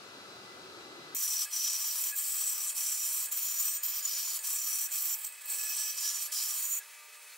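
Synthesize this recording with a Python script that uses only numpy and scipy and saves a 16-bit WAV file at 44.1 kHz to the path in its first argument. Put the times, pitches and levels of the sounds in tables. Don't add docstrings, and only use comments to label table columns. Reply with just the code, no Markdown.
import sys
import numpy as np
from scipy import signal
from scipy.fft import rfft, irfft, next_fast_len
from scipy.io import wavfile
from scipy.ndimage import uniform_filter1d

SR = 44100
rng = np.random.default_rng(int(sys.argv[2]) if len(sys.argv) > 2 else 0)


def gain_from_db(level_db):
    decades = np.asarray(level_db, float) / 20
    return 10 ** decades


def waveform_to_disk(signal):
    frames = np.transpose(np.atleast_2d(signal))
    scaled = np.clip(frames, -1, 1) * 32767
    samples = np.round(scaled).astype(np.int16)
    wavfile.write(sys.argv[1], SR, samples)


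N = 325105
PADDED = next_fast_len(N + 4096)

# frequency in Hz, density in dB per Hz.
SHOP_AIR = [(24, -73), (40, -65), (91, -17), (379, -9.5), (1060, -13.5), (1290, -7), (1580, -11),
            (1790, -16.5), (1970, -27), (2290, -16.5), (2600, -15), (3090, -18), (4070, -14), (6230, -22),
            (15700, -38)]
# frequency in Hz, level in dB.
SHOP_WHINES = [(371.4, -69.5), (1297, -65), (1986, -67), (2019, -64.5), (2692, -69.5), (3973, -63),
               (4963, -69), (7940, -75)]
# time in seconds, level in dB.
DUCT_SWELL = [
    (0.0, -60),
    (0.4, -59),
    (0.63, -52.5),
    (1.14, -52.5),
]
# frequency in Hz, likeness from -1 to 1.
SHOP_LIKENESS = [(300, .98), (600, .76), (1000, .48), (2000, .3), (3100, .2), (4200, .45), (6000, .12),
                 (15000, .15)]
# frequency in Hz, balance in dB.
SHOP_BALANCE = [(60, -1), (180, 0), (550, 2.5), (1650, 3), (4970, 0.5), (15000, 5)]

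# frequency in Hz, density in dB per Hz.
IDLE_AIR = [(35, -97), (60, -54), (455, -21.5), (549, -36), (588, -48), (676, -17.5), (895, -14),
            (1640, -6), (2550, -6), (2740, -9), (5380, -10), (8180, -8), (15700, -14.5)]
# frequency in Hz, likeness from -1 to 1.
SAW_LIKENESS = [(100, 0.99), (300, 1), (4400, 0.99), (5800, 0.71), (10600, 0.78), (12200, 0.47),
                (14200, 0.62), (15300, .4)]
# frequency in Hz, waver in Hz, flutter in dB, level in dB,
# share of pitch lost under load.
MOTOR_TONES = [(421, 3.74, 2.5, -84, 0.0018), (453, 9.95, 3.5, -82.5, 0), (489, 5.97, 5, -83.5, 0.0028),
               (601.6, .3, -2.2, -74.5, 0.00066), (929, 2.86, 3.5, -71.5, 0.038), (1284, 5, 2.5, -73, .03),
               (1197, 0.81, 4, -71, 0.00093), (2004, 2.15, 0, -67.5, 0), (2126, 2.1, -4, -79, 0.0038),
               (2320, 4.8, 3, -68, 0.0013), (2574, 2.4, 1.8, -64, 0.00037), (797, 3.6, 1.5, -83.5, 0.0018),
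               (15640, 30, -5, -73, 0.004), (4240, 3.8, 9, -78.5, 0), (8150, 15, 3.5, -70.5, 0.0049),
               (11978, 5, 3, -84.5, 0), (12300, 5.8, 1, -76, 0.0057)]

# start in seconds, blade song above its rule in dB,
# climb of the song over the stroke in dB, scrape level in dB, pan in dB.
STROKES = [(1.15, 3, -5, -35, .3), (1.5, 0, -5, -36, 0), (2.14, -2, 8, -34, 1), (2.74, 1.5, -6, -34, -.7),
           (3.3, -1, 1, -35.5, 0), (3.82, -5, 9, -37.5, -0.5), (4.02, -3, -4, -36, -.5),
           (4.42, 2, 6, -35, -.5), (4.9, -2, -5, -35.5, -1.5), (5.4, -1, 12, -36.5, -1.5),
           (5.95, -1.5, -4, -36, -1.5), (6.31, -3, 0, -35, -1.5)]
# time in seconds, push as board level in dB, chip spray in dB,
# pitch of the contact on the guides in Hz.
FEED = [(1.15, -47.5, -31, 7400), (1.3, -42.5, -36.5, 7430), (1.43, -41, -37, 7500),
        (1.68, -40.5, -38, 7550), (2.08, -45, -33, 7470), (2.45, -46, -36, 8130), (2.8, -45, -37.5, 7600),
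        (3.24, -45.5, -34, 7480), (3.75, -45.5, -32, 7150), (4.2, -41, -37, 6650), (4.5, -46, -36, 7500),
        (5.12, -46, -32.5, 7620), (5.55, -47, -36.5, 8100), (5.87, -42.5, -38, 7720),
        (6.08, -41, -39.5, 7170), (6.25, -44.5, -39.5, 7130), (6.4, -39, -37, 7560),
        (6.74, -51.5, -34.5, 6950)]
# pressure eases in seconds, back in full in seconds, rise in seconds,
# depth in dB, blade ring in dB.
PAUSES = [(1.445, 1.537, 0.043, -15.5, -48), (2.111, 2.176, 0.04, -11.5, -43),
          (2.707, 2.768, 0.031, -11.5, -66), (3.259, 3.32, 0.014, -16, -53),
          (3.769, 3.833, 0.0067, -17, -52.5), (3.991, 4.052, 0.033, -7, -73),
          (4.373, 4.443, 0.028, -12.5, -64), (4.865, 4.919, 0.014, -14, -52.5),
          (5.145, 5.306, 0.11, -12.5, -71.5), (5.273, 5.501, 0.068, -20.5, -62),
          (5.906, 5.982, .025, -4.5, -70), (6.266, 6.321, 0.0084, -17.5, -53)]
# (seconds, seconds, seconds, dB, dB).
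CUT_END = (6.788, 7.6, .1, -32, -50)
# time in seconds, level in dB, half length in seconds.
SNAGS = [
    (5.198, 3, .006),
    (5.219, 5, .006),
    (5.248, 9, .007),
    (5.325, 8, .004),
    (5.419, 13, .01),
    (5.458, 8, .009),
    (5.485, 2, .006),
    (5.537, 2, .007),
]

# frequency in Hz, density in dB per Hz.
CUT_BED = [(410, -66), (700, -60), (1210, -9.5), (1880, -15.5), (2510, -4), (3520, -10), (5760, -13.5),
           (6310, -17), (7480, 3), (9450, -3.5), (15700, -2.5)]
# frequency in Hz, width in Hz, level in dB, share of a pause felt.
BOARD_LOW = [(1090, 60, -8, .5), (1230, 70, -9, .5), (2330, 140, -6, .7)]
# frequency in Hz, width in Hz, level in dB, share of a pause felt.
BOARD_HIGH = [(3305, 58, 0, 0.37), (4510, 210, 0, 0.68), (4973, 114, 2, 1), (5150, 80, 2, 1)]
# frequency in Hz, width in Hz, level in dB, share of a pause felt.
GUIDES = [(7000, 88, 14.5, 0.84), (7150, 87, 12, 1), (7313, 84, 10.5, 1), (7600, 62, -13, 0.87),
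          (7970, 130, 11, 0.94), (8124, 103, 14.5, 0.88), (10320, 480, -4.5, 0.42), (11370, 205, 2, 1)]
# frequency in Hz, width in Hz, level in dB, share of a pause felt.
CHIPS = [(13620, 200, 5, 1), (14200, 420, 12, 1), (15600, 350, 8, 1)]
# frequency in Hz, width in Hz, level in dB,
# gain in dB when the board is held from behind, peak of that gain in seconds.
BLADE_HUM = [(1712, 23, -65.5, 10, 5.83), (2554, 23, -63.5, 12, 5.63)]
# frequency in Hz, width in Hz, depth from 0 to 1.
HOLLOWS = [(1885, 150, .7), (2140, 100, .45), (2790, 200, .6), (3480, 220, .75), (3750, 120, .4),
           (6350, 400, .3), (9750, 600, .3), (12600, 700, .3)]
# frequency in Hz, level in dB, share of the sag.
FREE_BLADE = [(1725, -2, 1), (2580, -6, .2)]
# start in seconds, length in seconds, from Hz, to Hz, level in dB.
MOANS = [
    (1.92, 0.11, 240, 236, -92),
    (2.298, 0.58, 240.4, 402, -86.5),
    (3.133, 0.38, 274, 315, -85.5),
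    (3.616, 0.16, 290, 277, -91),
    (4.036, .14, 237, 225, -85),
]


def rms_one(x):
    return x / np.sqrt(np.mean(x ** 2) + 1e-20)


def in_time(rows):
    s, *columns = np.transpose(rows)
    return [np.interp(np.arange(N) / SR, s, c) for c in columns]


def drift(rate):
    r = np.exp(-80 * np.pi * rate / SR)
    white = rng.standard_normal(N // 40 + 2002)
    slow = signal.lfilter([1], [1, -2 * r, r * r], white)[2000:]
    return np.interp(np.arange(N) / 40, np.arange(len(slow)), rms_one(slow - slow.mean()))


def on_bins(points):
    hz = np.maximum(np.fft.rfftfreq(PADDED, 1 / SR), 1)
    return np.interp(np.log(hz), np.log(np.array(points)[:, 0]), np.array(points)[:, 1])


def colour(x, gain):
    return irfft(rfft(x, PADDED) * gain, PADDED)[..., :N]


def spread(pair, likeness, lag_s):
    alike = np.clip(on_bins(likeness), -1, 1)
    mid, side = rfft(pair, PADDED) * np.sqrt([1 + alike, 1 - alike]) / np.sqrt(2)
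    late = np.exp(-2j * np.pi * np.fft.rfftfreq(PADDED, 1 / SR) * lag_s)
    return irfft([mid + side, (mid - side) * late], PADDED)[:, :N]


def resonance(x, hz, width_hz):
    r = np.exp(-np.pi * width_hz / SR)
    zeros = np.array([1, 0, -1]) * (1 - r * r) / 2
    return signal.lfilter(zeros, [1, -2 * r * np.cos(2 * np.pi * hz / SR), r * r], x)


def gliding(x, hz, width_hz):
    turn = np.exp(2j * np.pi * np.cumsum(hz) / SR)
    r = np.exp(-np.pi * width_hz / SR)
    return 2 * np.real(turn * signal.lfilter([1 - r], [1, -r], x * np.conj(turn)))


def band(x, lo_hz, hi_hz):
    sos = signal.butter(3, [lo_hz, min(hi_hz, .45 * SR)], "band", fs=SR, output="sos")
    return signal.sosfilt(sos, x)


def shop():
    air = gain_from_db(-49) * rms_one(colour(rng.standard_normal((2, N)), gain_from_db(on_bins(SHOP_AIR))))
    boom = gain_from_db(in_time(DUCT_SWELL)[0] - 4.5) * rms_one(resonance(rng.standard_normal((2, N)), 362, 61))
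    white = rng.standard_normal((2, N))
    whines = sum(gain_from_db(db) * rms_one(resonance(white, hz, 3.1)) for hz, db in SHOP_WHINES)
    balance = gain_from_db(on_bins(SHOP_BALANCE) / 2 * [[1], [-1]])
    return colour(spread(air + boom + whines, SHOP_LIKENESS, lag_s=8 / SR), balance)


def idling(load):
    air = rms_one(colour(rng.standard_normal((2, N)), gain_from_db(on_bins(IDLE_AIR))))
    out = gain_from_db(-52 + 1.2 * drift(13)) * air
    for hz, waver_hz, flutter_db, db, sag in MOTOR_TONES:
        phase = 2 * np.pi * np.cumsum(hz * (1 - sag * load) + waver_hz * drift(10.6)) / SR
        out[0] += np.sqrt(2) * gain_from_db(db + flutter_db * drift(9.9)) * np.sin(phase)
    return out


def strokes():
    t = np.arange(N) / SR
    start, song_db, climb_db, *columns = np.transpose(STROKES)
    which = np.clip(np.searchsorted(start, t) - 1, 0, len(start) - 1)
    progress = np.interp(t, [*start, CUT_END[0]], np.arange(len(start) + 1)) % 1
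    levels = [song_db[which] + climb_db[which] * (progress - .5)] + [c[which] for c in columns]
    return [uniform_filter1d(c, size=2000) for c in levels] + [np.sin(np.pi * progress)]


def teeth(proud_db, second_db, fade_s, rough_db, grain_db):
    t = np.arange(N) / SR
    turn_s = 1 / 17.675
    since = (t - 1.1645) % turn_s
    half = 0.44 * turn_s
    first = proud_db * np.exp(-since / fade_s)
    second = second_db * np.exp(-(since - half) / fade_s)
    bite_db = np.where(since < half, first, second)
    bite_db *= np.clip(1 + .3 * drift(6), .3, 1.4)
    bite_db *= np.interp(t, [5.2, 5.5], [1, .5])
    tick_db = bite_db * .3 * (since < .0012)
    level_db = bite_db + tick_db + rough_db * drift(8.4) + grain_db * drift(300)
    return gain_from_db(level_db) * rng.standard_normal((2, N))


def body(scrape, modes, bed, lost_db, patchy_db, favour_db=lambda hz: 0):
    rings = [gain_from_db(db + favour_db(hz) + patchy_db * drift(5.7)) * resonance(scrape, hz, width_hz)
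             for hz, width_hz, db, felt in modes]
    loudness = uniform_filter1d(np.mean((bed + sum(rings)) ** 2, axis=0), size=12000)
    eased = sum(gain_from_db(mode[3] * lost_db) * ring for ring, mode in zip(rings, modes))
    return (gain_from_db(lost_db) * bed + eased) / np.sqrt(loudness)


def board_tones(scrape, bed, board_db, lost_db):
    def hard_push(hz):
        return (hz > 4700) * np.minimum(1.26 * (board_db + 47.5), 7)

    low = body(scrape, BOARD_LOW, gain_from_db(1.0) * band(bed, 940, 3300), lost_db, patchy_db=3.0)
    high = body(scrape, BOARD_HIGH, gain_from_db(10) * band(bed, 2926, 5620), lost_db, 2.44, hard_push)
    return gain_from_db(-53.0 + 0.1 * (board_db + 54.5)) * low + gain_from_db(board_db) * high


def blade_song(scrape, bed, board_db, extra_db, arch, lost_db):
    push_db = board_db + 47
    song_db = -46 + 0.97 * push_db + 3 * arch + extra_db
    song_hz = 5950 - 12 * push_db - 70 * arch
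    line = gliding(gliding(scrape, song_hz + 15 * drift(20), 45), song_hz, 220)
    breath = gain_from_db(-3.5 + 0.55 * push_db) * rms_one(band(bed, 5674, 6160))
    return gain_from_db(song_db + 2.0 * lost_db) * rms_one(breath + rms_one(line))


def guide_scrape(scrape, bed, contact_hz, lost_db):
    def nearness(hz):
        return (hz < 9000) * np.maximum(-9 * ((hz - contact_hz) / 400) ** 2, -15)

    hiss = gain_from_db(5) * band(bed, 6460, 12470) + gain_from_db(-5) * band(scrape, 7230, 8020)
    return body(scrape, GUIDES, hiss, lost_db, 5.9, nearness)


def chip_spray(scrape, bed, chips_db, lost_db):
    def thick_spray(hz):
        return (hz < 15000) * 0.63 * (chips_db + 41.5)

    bursts = scrape * gain_from_db(2.9 * drift(65))
    return body(bursts, CHIPS, gain_from_db(14) * band(bed, 12900, 16500), lost_db, 2.2, thick_spray)


def blade_whistle(scrape, scrape_db, lost_db):
    hz = 8310 - 7 * np.maximum(lost_db, -14) + 35 * drift(7)
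    whistle = rms_one(band(gliding(scrape, hz, 49), 7780, 8610))
    deep_pause_db = 1.4 * np.minimum(lost_db + 14.5, 0)
    level_db = scrape_db - 12.5 + 2.3 * drift(4) + 0.12 * lost_db + deep_pause_db
    return whistle * gain_from_db(level_db) * (np.arange(N) / SR < 6.81)


def blade_hum(scrape, lost_db):
    t, hum = np.arange(N) / SR, 0
    pause_shares = (0.25, 0)
    for (hz, width_hz, db, held_db, peak_s), feels in zip(BLADE_HUM, pause_shares):
        clamp_db = held_db * np.exp(-((t - peak_s) / 0.38) ** 2)
        tone = rms_one(resonance(resonance(scrape, hz, width_hz), hz, 100))
        hum = hum + gain_from_db(db + clamp_db + feels * lost_db + 0.57 * drift(2.9)) * tone
    return hum


def cut(lost_db):
    board_db, chips_db, contact_hz = in_time(FEED)
    extra_db, scrape_db, pan_db, arch = strokes()
    scrape = teeth(proud_db=3.3, second_db=2.6, fade_s=.012, rough_db=1.0, grain_db=0.83)
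    bed = colour(scrape, gain_from_db(on_bins(CUT_BED)))
    out = board_tones(scrape, bed, board_db, lost_db)
    out = out + blade_song(scrape, bed, board_db, extra_db, arch, lost_db)
    out += gain_from_db(scrape_db) * guide_scrape(scrape, bed, contact_hz, lost_db)
    out += gain_from_db(chips_db) * chip_spray(scrape, bed, chips_db, lost_db)
    out += blade_whistle(scrape, scrape_db, lost_db) + blade_hum(scrape, lost_db)
    for hz, width_hz, depth in HOLLOWS:
        out = out - np.clip(depth, 0, 1) * resonance(out, hz, width_hz)
    load = np.clip((scrape_db + lost_db + 55.5) / 14, 0, 1)
    return band(out, 397, 22000), pan_db, load


def pauses():
    t, lost_db, shake = np.arange(N) / SR, np.zeros(N), np.zeros(N)
    ease_s = 0.0326
    for ease, full, rise_s, depth_db, ring_db in PAUSES + [CUT_END]:
        bite, low = full - rise_s, ease + 0.024
        times = [ease, ease + .013, min(ease + ease_s, bite - .001), min(ease + 3 * ease_s, bite), bite, full]
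        lost_db += depth_db * np.interp(t, times, [0, 0.535, .9, 1, 1, 0])
        rebite = (rise_s < .0135) * (t > full) * np.exp(-np.abs(t - full) / 0.022)
        lost_db -= 0.11 * depth_db * rebite
        shake_times = [low - .018, low - .008, low + .008, low + .026]
        shake += gain_from_db(ring_db + 2) * np.interp(t, shake_times, [0, 1, .8, 0])
    for s, db, half_s in SNAGS:
        lost_db += db * np.clip(1 - np.abs(t - s) / half_s, 0, 1)
    return lost_db, shake


def freed_blade(shake):
    t, chirp = np.arange(N) / SR, 0
    ease = np.array([0] + [p[0] for p in PAUSES + [CUT_END]])
    since = t - ease[np.searchsorted(ease, t, side="right") - 1]
    sag = .07 * np.exp(-since / .03)
    for hz, db, share in FREE_BLADE:
        phase = 2 * np.pi * np.cumsum(hz * (1 - share * sag) + 25 * drift(40)) / SR
        chirp = chirp + gain_from_db(db + 2.0 * drift(30)) * np.sin(phase)
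    return shake * chirp


def moans():
    out = np.zeros(N)
    for s, length_s, from_hz, to_hz, db in MOANS:
        t = np.arange(int(length_s * SR)) / SR
        hz = from_hz + (to_hz - from_hz) * t / length_s
        swell = gain_from_db(db) * np.sin(np.pi * t / length_s) ** 0.51
        first = int(s * SR)
        out[first:first + len(t)] += swell * np.sin(2 * np.pi * np.cumsum(hz) / SR)
    return np.sqrt(2) * out * gain_from_db(4.2 * drift(9))


def scene():
    lost_db, shake = pauses()
    cutting, pan_db, load = cut(lost_db)
    cutting[0] += freed_blade(shake) + moans()
    load = uniform_filter1d(load, size=4000)
    saw = spread(cutting + idling(load), SAW_LIKENESS, lag_s=.3 / SR)
    saw = saw * gain_from_db(load * pan_db / 2 * [[1], [-1]])
    near = np.clip((np.arange(N) / SR - 1.147) / 0.0015, 0, 1)
    return (1 - near) * shop() + near * saw


def top_cut(x):
    return signal.sosfilt(signal.butter(12, 16670, fs=SR, output="sos"), x)


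def record(dry):
    rounded = 0.39 * np.tanh(dry / 0.41)
    top = signal.ellip(10, .5, 62, 15690, fs=SR, output="sos")
    return top_cut(signal.sosfilt(top, rounded))


dry = scene()
out = record(dry)
waveform_to_disk(out)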